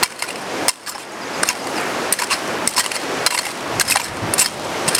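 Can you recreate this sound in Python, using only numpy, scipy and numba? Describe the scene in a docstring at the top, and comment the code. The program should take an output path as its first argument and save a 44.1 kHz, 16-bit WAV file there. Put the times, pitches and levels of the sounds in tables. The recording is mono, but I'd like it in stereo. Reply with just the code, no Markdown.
"""A steel hand pick is swung into stony ground and dragged back through gravel, close to a small mono camera.
Every contact is a burst of grit clicks ringing the steel head, often with a stone; loosened grains rattle after.
A stream of banded noise rushes nearby, wind brushes the microphone late on, a far bird whistles gliding tones.
The camera's gain control ducks at hard blows and creeps back up."""
import sys
import numpy as np
from scipy import signal
from scipy.fft import rfft, irfft
from scipy.io import wavfile
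from scipy.ndimage import uniform_filter1d
from numba import njit

SR = 44100
rng = np.random.default_rng(int(sys.argv[2]) if len(sys.argv) > 2 else 0)


def file_out(sig):
    """Save sig as 16-bit WAV at sys.argv[1]."""
    # one column per channel
    cols = np.atleast_2d(sig).T
    # limit, then scale
    lim = np.clip(cols, -1, 1)
    pcm = np.round(lim * 32767).astype(np.int16)
    wavfile.write(sys.argv[1], SR, pcm)


def volts_from_db(level):
    """Convert decibel levels to linear amplitude ratios."""
    exponent = np.asarray(level, float) / 20
    return 10 ** exponent


N = 220279


# pick contacts, one prominent ring per row; a blow with two rings has two rows:
# t/s, treble peak level/dB, nominal rise/ms, nominal fall/ms, prominent ring f/Hz
PICK_CONTACTS = [(.0288, -7.5, .74, 11, 975), (.0341, 10, 1.15, 6.5, 5330), (.036, 3.5, 1.4, 3.1, 2050),
                 (.044, -4, 1.1, 4.4, 990), (.061, -6, 4.3, 4, 2310), (.1034, -15, 4, 9, 1520),
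                 (.1236, -12.5, 5.6, 3.8, 2120), (.193, -12.5, 3.9, 14, 4320), (.218, -29, 6.6, 3.8, 9000),
                 (.2235, -2, 0.65, 2.6, 4740), (.226, -3, 2, 2.2, 2100), (.241, -13, 7.2, 9.3, 1460),
                 (.289, -11, 9.2, 4.6, 2470), (.3075, -11.5, 5.2, 4.6, 2770), (.359, -17.5, 2, 2.1, 2600),
                 (.6839, 15.5, 0.47, 2.9, 5140), (.6917, 15, 1.7, 3.2, 8980), (.694, 2.5, 1.3, 4, 1010),
                 (.735, -18, 1.4, 2.2, 4600), (.864, -8.5, 2.2, 14, 4540), (.8733, -6, 1.6, 8.9, 1670),
                 (.882, -9, 1.6, 8.4, 1200), (.8957, -1, 13, 11, 7480), (.9243, -13, 17, 14, 1360),
                 (.9495, -10.5, 1.5, 10, 820), (1.003, -21, 6, 6, 2520), (.9823, -13, 1.6, 1, 1050),
                 (1.4335, -2.5, 2.5, 2, 9100), (1.436, -3.5, 2, 2.2, 1200), (1.477, -11, 9.8, 6.7, 8900),
                 (1.4898, 2.5, 1.3, 2.4, 6500), (1.5, -8, 6.2, 11, 2460), (1.506, -11.5, 11, 8.7, 990),
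                 (1.5535, -20, 1.2, 1.3, 840), (1.6717, -16.5, 1, 1.1, 4650), (1.7811, -25.5, 12, 11, 2720),
                 (2.1269, 5, 1.4, 2.5, 9150), (2.138, -8.5, 4.1, 4.8, 1840), (2.19, -8, 1.9, 4.6, 1760),
                 (2.1987, -10, 7, 8.7, 2150), (2.2217, -6.5, 3.6, 4, 990), (2.2365, -11.5, 3.1, 5, 1490),
                 (2.2446, -11.5, 6.4, 2.6, 8000), (2.3112, -11, 5.7, 19, 1130), (2.326, -10.5, 11, 8, 2580),
                 (2.339, -6.5, 14, 8.8, 4200), (2.6764, 7, 1.26, 3, 8470), (2.6955, -10.5, 7.7, 3.1, 9160),
                 (2.712, -12, 6, 4, 9150), (2.7702, -3.5, 7.1, 8.1, 5160), (2.7807, -5.5, 2.7, 4.7, 846),
                 (2.785, 0, 4.3, 10, 4340), (2.794, 0.5, 4, 8.8, 8330), (2.799, -4, 5.2, 4.8, 2970),
                 (2.808, -5, 10.3, 5.7, 1910), (2.8416, -11.5, 3.2, 9.9, 4400), (2.8514, -15, 2, 4.7, 2040),
                 (2.8617, -6, 0.77, 3.7, 2880), (2.9183, -8.5, 3, 4.7, 2510), (2.9582, -11, 12, 3.6, 4340),
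                 (2.965, -11.5, 1.7, 5, 2120), (3.265, 6, 1.37, 8.6, 4120), (3.271, -1, 1.4, 3.2, 1370),
                 (3.307, -3, 2, 5, 4100), (3.311, -4, 3.3, 5, 2120), (3.3273, -6.5, 11, 5.8, 1010),
                 (3.344, -4, 10, 7, 7940), (3.3481, -2.5, 2.7, 6.7, 982), (3.3645, -9, 10, 5, 7920),
                 (3.379, -1.5, 2.5, 3.5, 2110), (3.3892, 1.5, 1.7, 5.1, 4370), (3.4568, -11, 6.1, 3, 2230),
                 (3.4683, -11, 3.3, 3.4, 820), (3.799, 0, 1.14, 1, 6440), (3.8145, -2.5, 5.5, 3.3, 1610),
                 (3.817, -1.5, 4.8, 4.9, 8350), (3.8799, -6, 2.5, 11, 5110), (3.8996, -4, 1, 5.7, 5050),
                 (3.9097, 0, 1.6, 7.4, 8760), (3.9211, -3.5, 1.7, 5.3, 2520), (3.925, -4, 3, 7.7, 8000),
                 (3.9423, -12, 2.3, 2.7, 5230), (3.9613, 0, 4.7, 3.7, 800), (3.9707, 0, 1.5, 3.5, 2360),
                 (4.0008, -8.5, 3, 8.1, 955), (4.0177, -11.5, 5.7, 1.7, 2400),
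                 (4.0448, -9.5, 10.5, 8.7, 8000), (4.3388, -2.5, 1.66, 2.6, 9000),
                 (4.3811, -11, 1.5, 15, 5300), (4.3942, 1.5, 2.9, 13, 9000), (4.4127, 0, 1.6, 8.8, 8000),
                 (4.4182, -5, 8.4, 11.4, 2700), (4.4241, 0.5, 17, 7.7, 8000), (4.4479, -6, 16, 9.9, 5120),
                 (4.461, 0.5, 1.86, 2.5, 4400), (4.645, -22.5, 5, 11, 8000), (4.879, -12, 2.5, 6.3, 5080),
                 (4.8892, -5.5, 4.4, 3.1, 8560), (4.9519, -1, 2.1, 2.9, 8640),
                 (4.9656, -12.5, 5, 2.7, 4070), (4.9847, -7.5, 2.7, 8.1, 4200)]


def pick(contacts, knock_top_db=4, knock_db_per_khz=2.5, scatter_db=5.5, grit_db=-9,
         clink_db=7.5, clink_width_hz=110, stone_db=5.0, stone_width_hz=40, stone_width_per_hz=0.032,
         spread_db=3.2, shorten=0.95, thud_db=-21, thud_ms=2.2, settle_db=-26, settle_ms=18,
         ring_up_ms=.8, split_hz=2500, dull_db=0.48, brightest_db=-6):
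    """Each row: uneven grit clicks that swell and fade, exciting steel head, stone or clink, and ground."""
    size, lead = 8192, 2048  # samples per burst, samples before the push peaks
    ms = (np.arange(size) - lead) * 1000 / SR
    hz = np.fft.rfftfreq(size, 1 / SR)
    low = 1 / (1 + (hz / split_hz) ** 8)
    # the point grinds on for a moment
    settle = volts_from_db(settle_db) * np.exp(-ms / settle_ms) * (ms > 0)
    # the ground takes the push as one dull pulse
    thud = volts_from_db(thud_db) * np.sin(np.pi * np.clip(ms / thud_ms, 0, 1)) ** 2
    out = np.zeros(N + 2 * size)
    for s, db, rise_ms, fall_ms, ring_hz in contacts:
        # a sharper contact rings higher and knocks less
        knock_db = knock_top_db - knock_db_per_khz * ring_hz / 1000
        # modes need time to ring up: the push is shorter and earlier than the sound
        before_ms = -max(rise_ms - ring_up_ms, .1)
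        after_ms = max(fall_ms - ring_up_ms, .3)
        push_ms = np.where(ms < 0, before_ms, after_ms)
        force = np.exp(-ms / push_ms / shorten) + settle

        body = ring_of(hz, scatter_db * rng.standard_normal(len(HEAD_MODES)), grit_db)
        if ring_hz > split_hz:
            body += volts_from_db(clink_db) * resonance(hz, ring_hz, clink_width_hz)
        else:
            ring_width_hz = stone_width_hz + stone_width_per_hz * ring_hz
            body += volts_from_db(stone_db) * resonance(hz, ring_hz, ring_width_hz)
        # blunt contacts are duller at the top, sharp ones brighter
        tilt_db = -dull_db * max(knock_db + 3.5, brightest_db)
        body *= volts_from_db(tilt_db * np.log2(1 + hz / split_hz))

        sound = rfft(force * grit_clicks(size, spread_db, grain=24)) * body
        treble = irfft(sound * (1 - low))
        knock = irfft(sound * low)
        burst = treble / loudest(treble, 1.18) + volts_from_db(knock_db) * knock / loudest(knock, 3.6) + thud
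        start = int((s - ring_up_ms / 1000) * SR) + size - lead
        out[start:start + size] += volts_from_db(db) * burst
    return out[size:size + N]


# steel head modes: f/Hz, width/Hz, relative level/dB
HEAD_MODES = [(990, 39, -7), (2100, 38, -4), (2725, 95, -5.5), (3180, 21, -1.5), (4226, 210, -9.5),
              (5314, 174, 2), (6470, 68, -21), (7340, 106, -2.5), (8000, 37, -7.5), (8470, 110, -8),
              (8980, 48, -8.5), (9780, 110, -3.5), (10860, 120, -11), (11550, 90, -9), (12600, 150, -21),
              (12260, 240, -13.5), (14860, 180, -18.5), (14000, 83, -28)]
# crunch of crushed grit: f/Hz, relative level/dB
GRIT_SPECTRUM = [(300, -13.5), (700, -3.5), (2000, 3), (3300, -1.5), (5000, 2.5), (7000, -1), (9000, 5.5),
                 (11000, -9.5), (13500, -16), (16000, -24)]


def ring_of(hz, touch_db, grit_db):
    """Response to a click: steel modes weighted by the touch point, with alternating signs, plus grit."""
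    modes = np.array([volts_from_db(db) * resonance(hz, f, width) for f, width, db in HEAD_MODES])
    signs = (-1.) ** np.arange(len(HEAD_MODES))
    steel = volts_from_db(touch_db) * signs @ modes
    return steel + volts_from_db(grit_db) * colour(hz, GRIT_SPECTRUM)


def resonance(hz, centre_hz, width_hz):
    """Response of one ringing mode, gain 1 at its centre."""
    return 1j * hz * width_hz / (centre_hz ** 2 - hz ** 2 + 1j * hz * width_hz)


def colour(hz, points):
    """Gain over frequency, interpolated in dB on a log axis from (f/Hz, level/dB) points."""
    f, db = np.transpose(points)
    return volts_from_db(np.interp(np.log(hz + 1), np.log(f), db))


def grit_clicks(size, spread_db, grain):
    """Dense crackle: noise in grains of uneven level, each grain samples long, slewed into the next."""
    sizes = np.minimum(rng.exponential(size=size // grain + 1), 5)
    level = np.repeat(volts_from_db(spread_db * sizes), grain)
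    return rng.standard_normal(size) * uniform_filter1d(level, grain)[:size]


def loudest(x, ms):
    """Highest short-time amplitude: root of twice the largest mean power over a window."""
    return np.sqrt(2 * uniform_filter1d(x ** 2, int(ms * SR / 1000)).max())


def trickle(contacts, level_db=-27, follow_db_per_db=0.61, last_ms=90, spread_db=4.5, grit_db=-8):
    """Loosened grains rattle over the steel as each contact decays; hard blows loosen only somewhat more."""
    loosened = np.zeros(N)  # power
    for s, db, *_ in contacts:
        loosened[int(s * SR)] = volts_from_db(2 * follow_db_per_db * db)
    decay = np.exp(-2000 / (last_ms * SR))
    stir = np.sqrt(signal.lfilter([1], [1, -decay], loosened))
    grains = shaped(grit_clicks(N, spread_db, grain=90), lambda hz: ring_of(hz, 0, grit_db))
    return volts_from_db(level_db) * stir * grains


def shaped(x, gain):
    """Filter by a gain over frequency and bring to rms 1."""
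    y = irfft(rfft(x) * gain(np.fft.rfftfreq(len(x), 1 / SR)), len(x))
    return y / np.sqrt(np.mean(y ** 2))


# pebbles tumbling against the head: start t/s, end t/s, typical level/dB
PEBBLE_TUMBLES = [(.08, .27, -25), (.31, .43, -29), (.715, .86, -26), (.91, 1.045, -23),
                  (1.455, 1.485, -16), (1.57, 1.8, -33), (2.14, 2.165, -22), (2.195, 2.25, -16),
                  (2.29, 2.38, -25), (2.7, 2.76, -24), (2.82, 2.95, -23), (3.4, 3.525, -19),
                  (3.85, 3.885, -20), (3.95, 4.09, -20), (4.47, 4.5, -26), (4.89, 4.98, -22)]


def pebbles(per_s=60, scatter_db=4, short_ms=3, long_ms=14, low_hz=900, high_hz=9500):
    """Faint contacts at chance moments, one in each equal slot of a tumble, as rows for pick()."""
    rows = []
    for s, end, db in PEBBLE_TUMBLES:
        length_s = end - s
        count = int(np.ceil(length_s * per_s))
        for k, (place, size, rise, fall, pitch) in enumerate(rng.random((count, 5))):
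            time_s = s + length_s * (k + place) / count
            level_db = db + scatter_db * (2 * size - 1)
            rise_ms = short_ms * (long_ms / short_ms) ** rise
            fall_ms = short_ms * (long_ms / short_ms) ** fall
            ring_hz = low_hz * (high_hz / low_hz) ** pitch
            rows.append((time_s, level_db, rise_ms, fall_ms, ring_hz))
    return rows


# rushing water spectrum: f/Hz, relative level per Hz/dB
STREAM_SPECTRUM = [(15, -63), (25, -49), (87, -15), (309, -2), (344, -2), (463, -3.5), (503, -2), (818, -4),
                   (911, -4.5), (2160, -11), (3720, -18.5), (5570, -20), (11600, -31.5), (16000, -46)]


def stream(rms_db=-22, swell_db=-0.13, flicker_db=1.43, spread_db=1.52):
    """Broad rush of uneven noise splashes; octave bands swell together and flicker alone."""
    f = np.fft.rfftfreq(N, 1 / SR)
    out = np.zeros(N)
    swell = walk(1.09)
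    for hz in 30 * 2. ** np.arange(10):
        splash = rng.standard_normal(N) * volts_from_db(spread_db * rng.exponential(size=N))
        band = np.cos(np.pi / 2 * np.clip(np.log2((f + 1) / hz), -1, 1))
        water = irfft(rfft(splash) * band * colour(f, STREAM_SPECTRUM), N)
        out += water * volts_from_db(swell_db * swell + flicker_db * walk(14))
    return out * volts_from_db(rms_db) / np.sqrt(np.mean(out ** 2))


def walk(rate_hz):
    """Slow chance: random levels held 1 / rate_hz and slewed twice."""
    k = int(SR / rate_hz)
    held = np.repeat(rng.standard_normal(N // k + 1), k)
    return 0.98 * uniform_filter1d(uniform_filter1d(held, k), k)[:N]


# gusts on the microphone: t/s, nominal peak level/dB
WIND_GUSTS = [(3.62, -40), (3.78, -30.5), (3.87, -33), (3.95, -32), (4.12, -27), (4.25, -27.5), (4.33, -36),
              (4.42, -32), (4.55, -31), (4.7, -39), (4.885, -35.5)]
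# soft low bumps at the microphone: t/s, f/Hz, level/dB, length/ms
MIC_BUMPS = [(4.214, 107, -19, 58), (4.873, 172, -18, 22)]


def wind(centre_hz=110, width_hz=170, calm_db=-83, slope_db_per_s=172.5):
    """Low buffeting: resonant noise in gusts that rise and fall in dB, plus single sine thumps."""
    rumble = shaped(rng.standard_normal(N), lambda hz: resonance(hz, centre_hz, width_hz) ** 2)
    t = np.arange(N) / SR
    gusts = sum(volts_from_db(db - slope_db_per_s * abs(t - s)) for s, db in WIND_GUSTS)
    out = rumble * (volts_from_db(calm_db) + gusts)
    for s, hz, db, ms in MIC_BUMPS:
        t = np.arange(int(ms * SR / 1000)) / SR
        start = int(s * SR)
        swell = np.sin(np.pi * t * 1000 / ms)
        out[start:start + len(t)] += volts_from_db(db) * swell * np.sin(2 * np.pi * hz * t)
    return out


# bird chirps, a dip then a rise: t/s, dip length/s, nominal dip level/dB, dip end f/Hz, nominal rise level/dB
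BIRD_SONG = [(1.082, .036, -34, 4850, -35), (1.207, .041, -31, 5050, -34), (1.332, .038, -30, 5300, -33),
             (1.587, .04, -31, 5150, -32), (1.745, .057, -30, 4400, -47.5)]


def bird(flutter_db=2, dip_top_hz=5650, dip_low_hz=4800, rise_from_hz=6050, rise_to_hz=7050, rise_s=.032):
    """Thin whistled sine slides: a dip that turns up again (or falls straight on), then a straight rise."""
    out = np.zeros(N)
    for s, dip_s, dip_db, end_hz, rise_db in BIRD_SONG:
        turns_up = end_hz > dip_low_hz
        dip_middle_hz = dip_low_hz if turns_up else (dip_top_hz + end_hz) / 2
        rise_middle_hz = (rise_from_hz + rise_to_hz) / 2
        notes = [(s, dip_s, dip_top_hz, dip_middle_hz, end_hz, dip_db),
                 (s + dip_s, rise_s, rise_from_hz, rise_middle_hz, rise_to_hz, rise_db)]
        for start_s, length_s, first, middle, last, db in notes:
            u = np.linspace(-1, 1, int(length_s * SR))
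            # parabola through first, middle and last pitch
            hz = middle + (last - first) / 2 * u + ((first + last) / 2 - middle) * u ** 2
            tone = np.sin(2 * np.pi * np.cumsum(hz) / SR)
            start = int(start_s * SR)
            out[start:start + len(u)] += volts_from_db(db) * np.sqrt(1 - u ** 2) * tone
    return out * volts_from_db(flutter_db * walk(250))


def scene():
    """All sources reach one microphone; both channels are the same."""
    contacts = PICK_CONTACTS + pebbles()
    mono = pick(contacts) + trickle(contacts) + stream() + wind() + bird()
    return np.tile(mono, (2, 1))


@njit
def gain_control(x, ceiling_db, attack, climb_db):
    """Gain/dB falls fast while the sound is over the ceiling, then climbs climb_db per sample to full."""
    gain_db, g = np.empty(len(x)), 0.
    for i in range(len(x)):
        room_db = ceiling_db - 20 * np.log10(abs(x[i]) + 1e-9)
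        if room_db < g:
            g = g + attack * (room_db - g)
        else:
            g = min(g + climb_db, 0.)
        gain_db[i] = g
    return gain_db


def band_limit(x):
    """A steep low-pass at the top of the band."""
    return signal.sosfilt(signal.butter(12, 16520, fs=SR, output="sos"), x)


def record(dry, ceiling_db=-5.0, attack_ms=0.24, climb_db_per_s=30, low_cut_hz=40, top_hz=15900):
    """Low cut, gain control too slow for the hardest onsets, which may clip, then a steep top cut."""
    x = signal.sosfilt(signal.butter(1, low_cut_hz, "high", fs=SR, output="sos"), dry)
    attack = min(1000 / (attack_ms * SR), 1.)
    gain_db = gain_control(x[0], ceiling_db, attack, climb_db_per_s / SR)
    x = np.clip(x * volts_from_db(gain_db), -1, 1)
    mix = signal.sosfilt(signal.ellip(10, .2, 85, top_hz, fs=SR, output="sos"), x)
    return band_limit(mix)


dry = scene()
out = record(dry)
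file_out(out)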